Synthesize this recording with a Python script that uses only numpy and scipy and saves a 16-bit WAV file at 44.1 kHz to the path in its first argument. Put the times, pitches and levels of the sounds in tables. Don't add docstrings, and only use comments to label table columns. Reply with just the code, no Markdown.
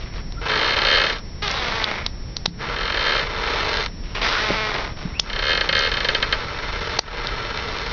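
import sys
import numpy as np
from scipy import signal
from scipy.fft import rfft, irfft, next_fast_len
from scipy.io import wavfile
from scipy.ndimage import uniform_filter1d

SR = 44100
rng = np.random.default_rng(int(sys.argv[2]) if len(sys.argv) > 2 else 0)


def to_wav(sig):
    pcm = np.clip(np.atleast_2d(sig), -1, 1) * 32767
    pcm = np.round(pcm).astype(np.int16)
    wavfile.write(sys.argv[1], SR, pcm.T)


N = 349272
TIME = np.arange(N) / SR
MIC_TOP_HZ = 6820

# f/Hz, bandwidth/Hz, relative level/dB
SPRING_MODES = [(533, 79, -5.5), (945, 87, -41.5), (1060, 100, -20.5), (1251, 18, -3), (1352, 56, -7.5),
                (1572, 28, 0.5), (1711, 57, -0.5), (1898, 32, -2), (2136, 45, -1.5), (2430, 161, -39.5),
                (2377, 42, -12), (2573, 24, -2.5), (2900, 31, -3.5), (2780, 64, -22.5), (3142, 42.4, 2),
                (3550, 31, -23.5), (3620, 86, -5.5), (4100, 23, -16), (3945, 130, -8.5), (4343, 33, 0),
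                (4134, 53, -14), (4930, 52, -36), (4650, 120, -24.5), (4720, 38, -7.5), (4820, 450, -18.5),
                (5240, 87, -29)]
FRAME_MODES = [(454, 85, 4.5), (640, 86, -0.5), (903, 196, -0.5), (1060, 78, 4.5), (1110, 163, 2.5),
               (1339, 58, 4.5), (1463, 58, 1), (1635, 31, 3), (1773, 120, -3.5), (2095, 81, 5),
               (2282, 95, 2.5), (2723, 330, 1.5), (2980, 420, 1), (2920, 42, -10), (3390, 140, -12),
               (3700, 280, 4), (3660, 330, -2), (4154, 220, 2.5), (4680, 140, -0.5), (5220, 470, -5)]
# start t/s, end t/s, number of slips, last wait over first wait,
# first and last relative level/dB
RATCHET_RUNS = [(0.494, 0.735, 15, 0.66, -22.5, -20.5), (0.766, 0.817, 3, 1.4, -19.5, -19),
                (0.849, 0.956, 9, 0.5, -16.5, -17), (0.971, 1.097, 7, 2.77, -17, -19),
                (2.762, 2.943, 9, 0.96, -26.5, -23.5), (2.971, 3.05, 6, 0.55, -22, -22.5),
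                (3.066, 3.193, 10, 1.18, -20.5, -21.5), (5.298, 5.39, 4, .9, -27, -22),
                (5.423, 5.505, 7, 0.85, -23.5, -18), (5.516, 5.608, 5, 2.4, -19, -16),
                (5.690, 5.765, 4, 0.41, -15, -17), (5.777, 5.871, 8, 0.75, -19, -20.5),
                (5.915, 6.045, 5, 1.7, -21.5, -18.5), (6.086, 6.324, 4, 1.6, -15, -15.5)]


def from_db(db):
    return 10 ** (np.asarray(db) / 20)


def unit_rms(x):
    return x / np.sqrt(np.mean(x ** 2) + 1e-20)


def cut(x, hz, kind, order=2):
    return signal.sosfilt(signal.butter(order, min(hz, .45 * SR), kind, fs=SR, output="sos"), x)


def drift(per_s):
    knots = rng.standard_normal(int(N / SR * per_s) + 2)
    return unit_rms(np.interp(TIME * per_s, np.arange(len(knots)), knots))


def colour(x, spectrum):
    hz, db = np.transpose(spectrum)
    size = next_fast_len(N)
    bins = np.maximum(np.arange(size // 2 + 1) * SR / size, 1)
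    gain = from_db(np.interp(np.log(bins), np.log(hz), db)) * np.minimum(bins / hz[0], 1)
    return irfft(rfft(x, size) * gain, size)[:N]


def impulses(rows):
    force = np.zeros(N)
    for s, db in rows:
        force[int(s * SR)] += from_db(db)
    return force


def ringing(modes):
    t = TIME[:SR // 8]
    ring = sum((-1) ** k * from_db(db) * width * np.exp(-np.pi * width * t) * np.cos(2 * np.pi * hz * t)
               for k, (hz, width, db) in enumerate(modes))
    return ring / np.linalg.norm(ring)


def through(force, response):
    return signal.oaconvolve(force, response)[:N]


def moving_resonance(x, hz, width_hz, block=256):
    out, state = np.zeros(N), np.zeros(2)
    radius = np.exp(-np.pi * width_hz / SR)
    zeros = np.array([1, 0, -1]) * (1 - radius ** 2) / 2
    for i in range(0, N, block):
        poles = [1, -2 * radius * np.cos(2 * np.pi * hz[i] / SR), radius ** 2]
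        out[i:i + block], state = signal.lfilter(zeros, poles, x[i:i + block], zi=state)
    return out


def reverberate(x, t60, wet_db):
    t = TIME[:SR // 2]
    tail = rng.standard_normal(len(t)) * from_db(-60 * t / t60) * (1 - np.exp(-8 * t / t60))
    return x + from_db(wet_db) * through(x, tail / np.linalg.norm(tail))


def ventilation(rms_db=-31.5):
    # f/Hz, relative level/dB
    spectrum = [(18, -4.5), (36, -0.5), (61, -7.5), (142, -13.5), (265, -21), (357, -24), (800, -32.5),
                (1370, -36.5), (2100, -34.5), (2740, -41), (5100, -39.5), (6900, -66.5)]
    return from_db(rms_db) * unit_rms(colour(rng.standard_normal(N), spectrum))


def electrical_whine(wander_hz=2.4):
    # f/Hz, rms level/dB
    tones = [(5414, -50.5), (5610, -52)]
    out = 0
    for hz, db in tones:
        cycles = np.cumsum(hz + wander_hz * drift(18)) / SR
        out += from_db(db) * unit_rms(np.sin(2 * np.pi * cycles))
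    return out


def squeaks(waver=.04, flutter_db=3.5):
    # t/s, f/Hz, level/dB
    glides = [
        [(0.368, 1350, -46), (0.385, 1360, -38.5), (0.402, 1400, -41)],
        [(5.135, 2160, -41), (5.175, 2690, -39), (5.195, 2830, -41)],
    ]
    out = 0
    for glide in glides:
        s, hz, db = np.transpose(glide)
        sounding = (TIME >= s[0]) & (TIME <= s[-1])
        envelope = uniform_filter1d(sounding * from_db(np.interp(TIME, s, db)), size=90)
        pitch = np.interp(TIME, s, hz) * (1 + waver * drift(500))
        out += envelope * unit_rms(np.sin(2 * np.pi * np.cumsum(pitch) / SR))
    return out * from_db(flutter_db * drift(110))


def knocks(rattle=0.59):
    # t/s, level/dB, f/Hz, T60/s
    bumps = [(0.141, -27.5, 42.3, 1), (0.362, -25.5, 45, 0.39), (2.478, -17, 172, 0.16),
             (3.976, -25, 35.3, 0.62), (4.502, -13.5, 381, 0.037), (4.502, -13.5, 580, 0.043),
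             (4.503, -20, 188, 0.14), (5.052, -20, 177, 0.16), (5.121, -18, 69.5, 0.11)]
    out, t = np.zeros(N), TIME[:SR // 3]
    for s, db, hz, t60 in bumps:
        start = int(s * SR)
        out[start:start + len(t)] += from_db(db - 60 * t / t60) * np.sin(2 * np.pi * hz * t)
    return out * (1 + rattle * drift(400))


def plastic_pops(thud_hz=750, thud_width_hz=1100, gain_db=5.5, forecrack_s=.0026, forecrack_db=-17.5):
    # t/s, relative level/dB, ring f/Hz, thud level/dB re the ring's peak
    snaps = [(0.323, -29, 4040, 0), (1.512, -16.5, 5240, -37), (1.842, -4.5, 3570, -23),
             (2.064, -9, 3950, -7), (2.3675, -12, 4250, -11), (2.4594, 0.5, 3990, -4),
             (5.1965, -3.5, 3320, -8.5), (5.198, -2.5, 5220, -38), (5.791, -13, 4700, -24),
             (6.9912, 3, 4350, 1.5), (7.271, -13, 3780, -12)]
    # multiple of the ring frequency, bandwidth/Hz, relative level/dB
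    modes = [(0.659, 880, -19.5), (0.997, 578, 2), (1.359, 804, -6)]
    out, thud = np.zeros(N), ringing([(thud_hz, thud_width_hz, 0)])
    forecracks = [(s - forecrack_s, db + forecrack_db, hz, thud_db) for s, db, hz, thud_db in snaps]
    for s, db, hz, thud_db in snaps + forecracks:
        ring = ringing([(hz * multiple, width, mode_db) for multiple, width, mode_db in modes])
        pop = from_db(db + gain_db) * (ring / np.abs(ring).max() + from_db(thud_db) * thud / thud.max())
        start = int(s * SR)
        out[start:start + len(pop)] += pop[:N - start]
    return reverberate(out, t60=0.017, wet_db=-10.0)


def pivot_catches(gain_db=-5.0):
    # t/s, relative peak level/dB
    releases = [(1.4795, -5.5), (3.7404, -8), (3.7703, -11), (3.7984, -20), (3.808, -15), (3.8178, -13),
                (3.8264, -12), (3.8397, -16), (3.8608, -8.5), (7.5741, -10), (7.7059, -25), (7.7855, -11.5)]
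    tick = cut(ringing(FRAME_MODES), 810, "high")
    in_band_peak = np.abs(cut(tick, MIC_TOP_HZ, "low")).max()
    return from_db(gain_db) * through(impulses(releases), tick / in_band_peak)


def micro_slips(per_s, spread_db, clump_db, clumps_per_s):
    slipping = rng.random(N) < per_s / SR
    direction = rng.choice([-1, 1], N)
    size_db = spread_db * np.clip(rng.standard_normal(N), -2, 2) + clump_db * drift(clumps_per_s)
    return slipping * direction * from_db(size_db)


def stroke_envelopes(stroke, sharpens_db):
    start, end, rise, fall, first_db, last_db, high_db = stroke
    along = np.clip((TIME - start) / (end - start), 0, 1)
    gate = np.clip((TIME - start) / rise, 0, 1) * np.clip((end - TIME) / fall, 0, 1)
    low = gate * from_db(first_db + (last_db - first_db) * along)
    return np.array([low, low * from_db(high_db + sharpens_db * (along - .5))])


def follow_strokes(friction, strokes, sharpens_db, low_db, high_db, split_hz=2500):
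    out = 0
    low, high = sum(stroke_envelopes(stroke, sharpens_db) for stroke in strokes)
    for envelope, kind, db in ((low, "low", low_db), (high, "high", high_db)):
        band = cut(cut(friction, split_hz, kind), split_hz, kind)
        power = uniform_filter1d(band ** 2, size=3000)
        out += from_db(db) * envelope * band / np.sqrt(np.abs(power) + 1e-3 * power.mean())
    return out


def slip_rhythm(loose_per_s=205, loose_share=.17, waver=.04):
    # start t/s, end t/s, first and last slip rate/Hz, peak periodic share of power
    groans = [(1.39, 1.49, 412, 400, .52), (1.49, 2.05, 268, 175, .33), (4.38, 4.53, 216, 210, .55),
              (4.53, 4.71, 220, 210, .85)]
    per_s, periodic = np.full(N, float(loose_per_s)), np.full(N, loose_share)
    for start, end, first, last, share in groans:
        inside = (TIME >= start) & (TIME < end)
        along = (TIME[inside] - start) / (end - start)
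        per_s[inside] = first + (last - first) * along
        periodic[inside] += (share - loose_share) * np.sin(np.pi * along)
    per_s *= 1 + waver * (1 - periodic) * drift(25)
    return per_s, np.clip(periodic, 0, 1)


def groan(per_s, jitter=.011):
    cycles = np.cumsum(per_s * (1 + jitter * drift(120))) / SR
    return np.diff(np.floor(cycles), prepend=0) * from_db(drift(200))


def pivot_forward(contact_width_hz=450, sweep_top_hz=7900):
    # start t/s, end t/s, rise/s, fall/s, first, last and high-band relative level/dB
    strokes = [(0, 0.131, 0.0025, 0.14, -42.5, -34, -2.5), (0.116, 0.227, 0.042, 0.031, -40, -40, -2.5),
               (1.419, 2.1, 0.004, 0.22, -28.5, -24.5, -3), (4.024, 4.152, .02, .005, -49, -45, 0),
               (4.147, 4.217, 0.0057, .005, -26, -33.5, -3.5),
               (4.213, 4.958, 0.0033, 0.17, -23.5, -27, -3.5),
               (4.959, 5.216, 0.034, 0.02, -35.5, -47, -5.5)]
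    # f/Hz, relative level/dB
    spectrum = [(120, -25), (220, -8.5), (480, -0.5), (740, -2.5), (1240, -0.5), (2050, -3.5), (2900, -10),
                (3700, -9), (5600, -17.5), (6900, -37)]
    # t/s, f/Hz, level/dB re the rasp
    contact_paths = [
        [(1.43, 2500, -5), (1.5, 4160, -3), (1.6, 3820, -2.5), (1.7, 1260, -22), (1.82, 2200, -4),
         (1.93, 2260, 0.5)],
        [(4.218, 2810, -1), (4.3, 1160, -12), (4.372, 1370, 7.5), (4.46, 2160, -11), (4.62, 2320, 0),
         (4.85, 1400, -23)],
    ]
    per_s, periodic = slip_rhythm()
    loose = micro_slips(per_s=1500, spread_db=3.5, clump_db=1.5, clumps_per_s=270)
    force = np.sqrt(periodic) * unit_rms(groan(per_s)) + np.sqrt(1 - periodic) * unit_rms(loose)
    t = TIME[:SR // 250]
    sweep = signal.chirp(t, sweep_top_hz, t[-1], 0)
    rasp = colour(through(force, sweep), spectrum)
    s, hz, db = np.vstack(contact_paths).T
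    contact = moving_resonance(rasp, np.interp(TIME, s, hz), contact_width_hz)
    squeal = from_db(np.interp(TIME, s, db)) * contact
    return follow_strokes(rasp + squeal, strokes, sharpens_db=-8.0, low_db=-1.0, high_db=-1.0)


def pivot_relief(dip_db=-2.0, ease_s=0.028):
    depth_s = np.max([np.minimum(TIME - start, end - TIME) for start, end, *_ in RATCHET_RUNS], axis=0)
    ratcheting = np.clip(depth_s / ease_s + 1, 0, 1)
    return from_db(dip_db * ratcheting)


def pivot_back(coil_db=-8.0):
    # start t/s, end t/s, rise/s, fall/s, first, last and high-band relative level/dB
    strokes = [(0.402, 1.215, 0.1, 0.15, -21, -24, -4), (2.573, 3.289, 0.056, 0.15, -29.5, -21.5, -6.5),
               (3.148, 3.897, 0.36, 0.093, -22.5, -26, -4), (5.187, 6.468, 0.21, 0.36, -28.5, -27.5, -3.5),
               (6.046, 6.99, 0.3, .02, -34, -28.5, -6), (6.985, 7.944, 0.099, .02, -29.5, -30.5, -5)]
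    force = micro_slips(per_s=1200, spread_db=3.3, clump_db=1.3, clumps_per_s=120)
    frame = through(force, ringing(FRAME_MODES))
    coil = from_db(coil_db) * through(np.roll(force, SR // 300), ringing(SPRING_MODES))
    grind = cut(frame + coil, 130, "high")
    return pivot_relief() * follow_strokes(grind, strokes, sharpens_db=6.5, low_db=0.0, high_db=-4.0)


def ratchet():
    slips = []
    for start, end, count, slowing, first_db, last_db in RATCHET_RUNS:
        waits = np.geomspace(1, slowing, count - 1)
        along = np.append(0, np.cumsum(waits)) / waits.sum()
        slips += zip(start + (end - start) * along, first_db + (last_db - first_db) * along)
    return slips


def tilt_spring(gain_db=27, grit_db=-12, dispersion=.72, lead_s=.0001, soft_hz=5100, skid_t60=.03):
    twang = cut(ringing(SPRING_MODES), soft_hz, "low", order=4)
    for _ in range(30):
        twang = signal.lfilter([-dispersion, 1], [1, -dispersion], twang)
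    slips = impulses([(s - lead_s + rng.normal(0, 1 / 3000), db) for s, db in ratchet()])
    skid = from_db(-60 * TIME[:SR // 8] / skid_t60)
    grit = from_db(grit_db) * through(slips, skid / np.linalg.norm(skid)) * rng.standard_normal(N)
    return from_db(gain_db) * through(slips + grit, twang)


def scene():
    creaks = tilt_spring() + pivot_back() + pivot_forward()
    chair = creaks + pivot_catches() + plastic_pops() + knocks() + squeaks()
    return (reverberate(chair, t60=0.11, wet_db=-20.5) + ventilation() + electrical_whine())[None]


def gain_control(x, threshold_db=-2.5, recovery_db_per_s=61.0, attack_hz=50.0):
    excess_db = np.maximum(20 * np.log10(np.abs(x) + 1e-9) - threshold_db, 0)
    recovery_db = recovery_db_per_s * TIME
    reduction_db = np.maximum.accumulate(excess_db + recovery_db, axis=-1) - recovery_db
    return x * from_db(-cut(reduction_db, attack_hz, "low", order=1))


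def record(dry, ceiling=.62, stopband_hz=7900):
    rolled_off = cut(dry, MIC_TOP_HZ, "low", order=8)
    clipped = np.clip(gain_control(rolled_off), -ceiling, ceiling)
    return signal.sosfilt(signal.cheby2(12, 70, stopband_hz, fs=SR, output="sos"), clipped)


dry = scene()
out = record(dry)
to_wav(out)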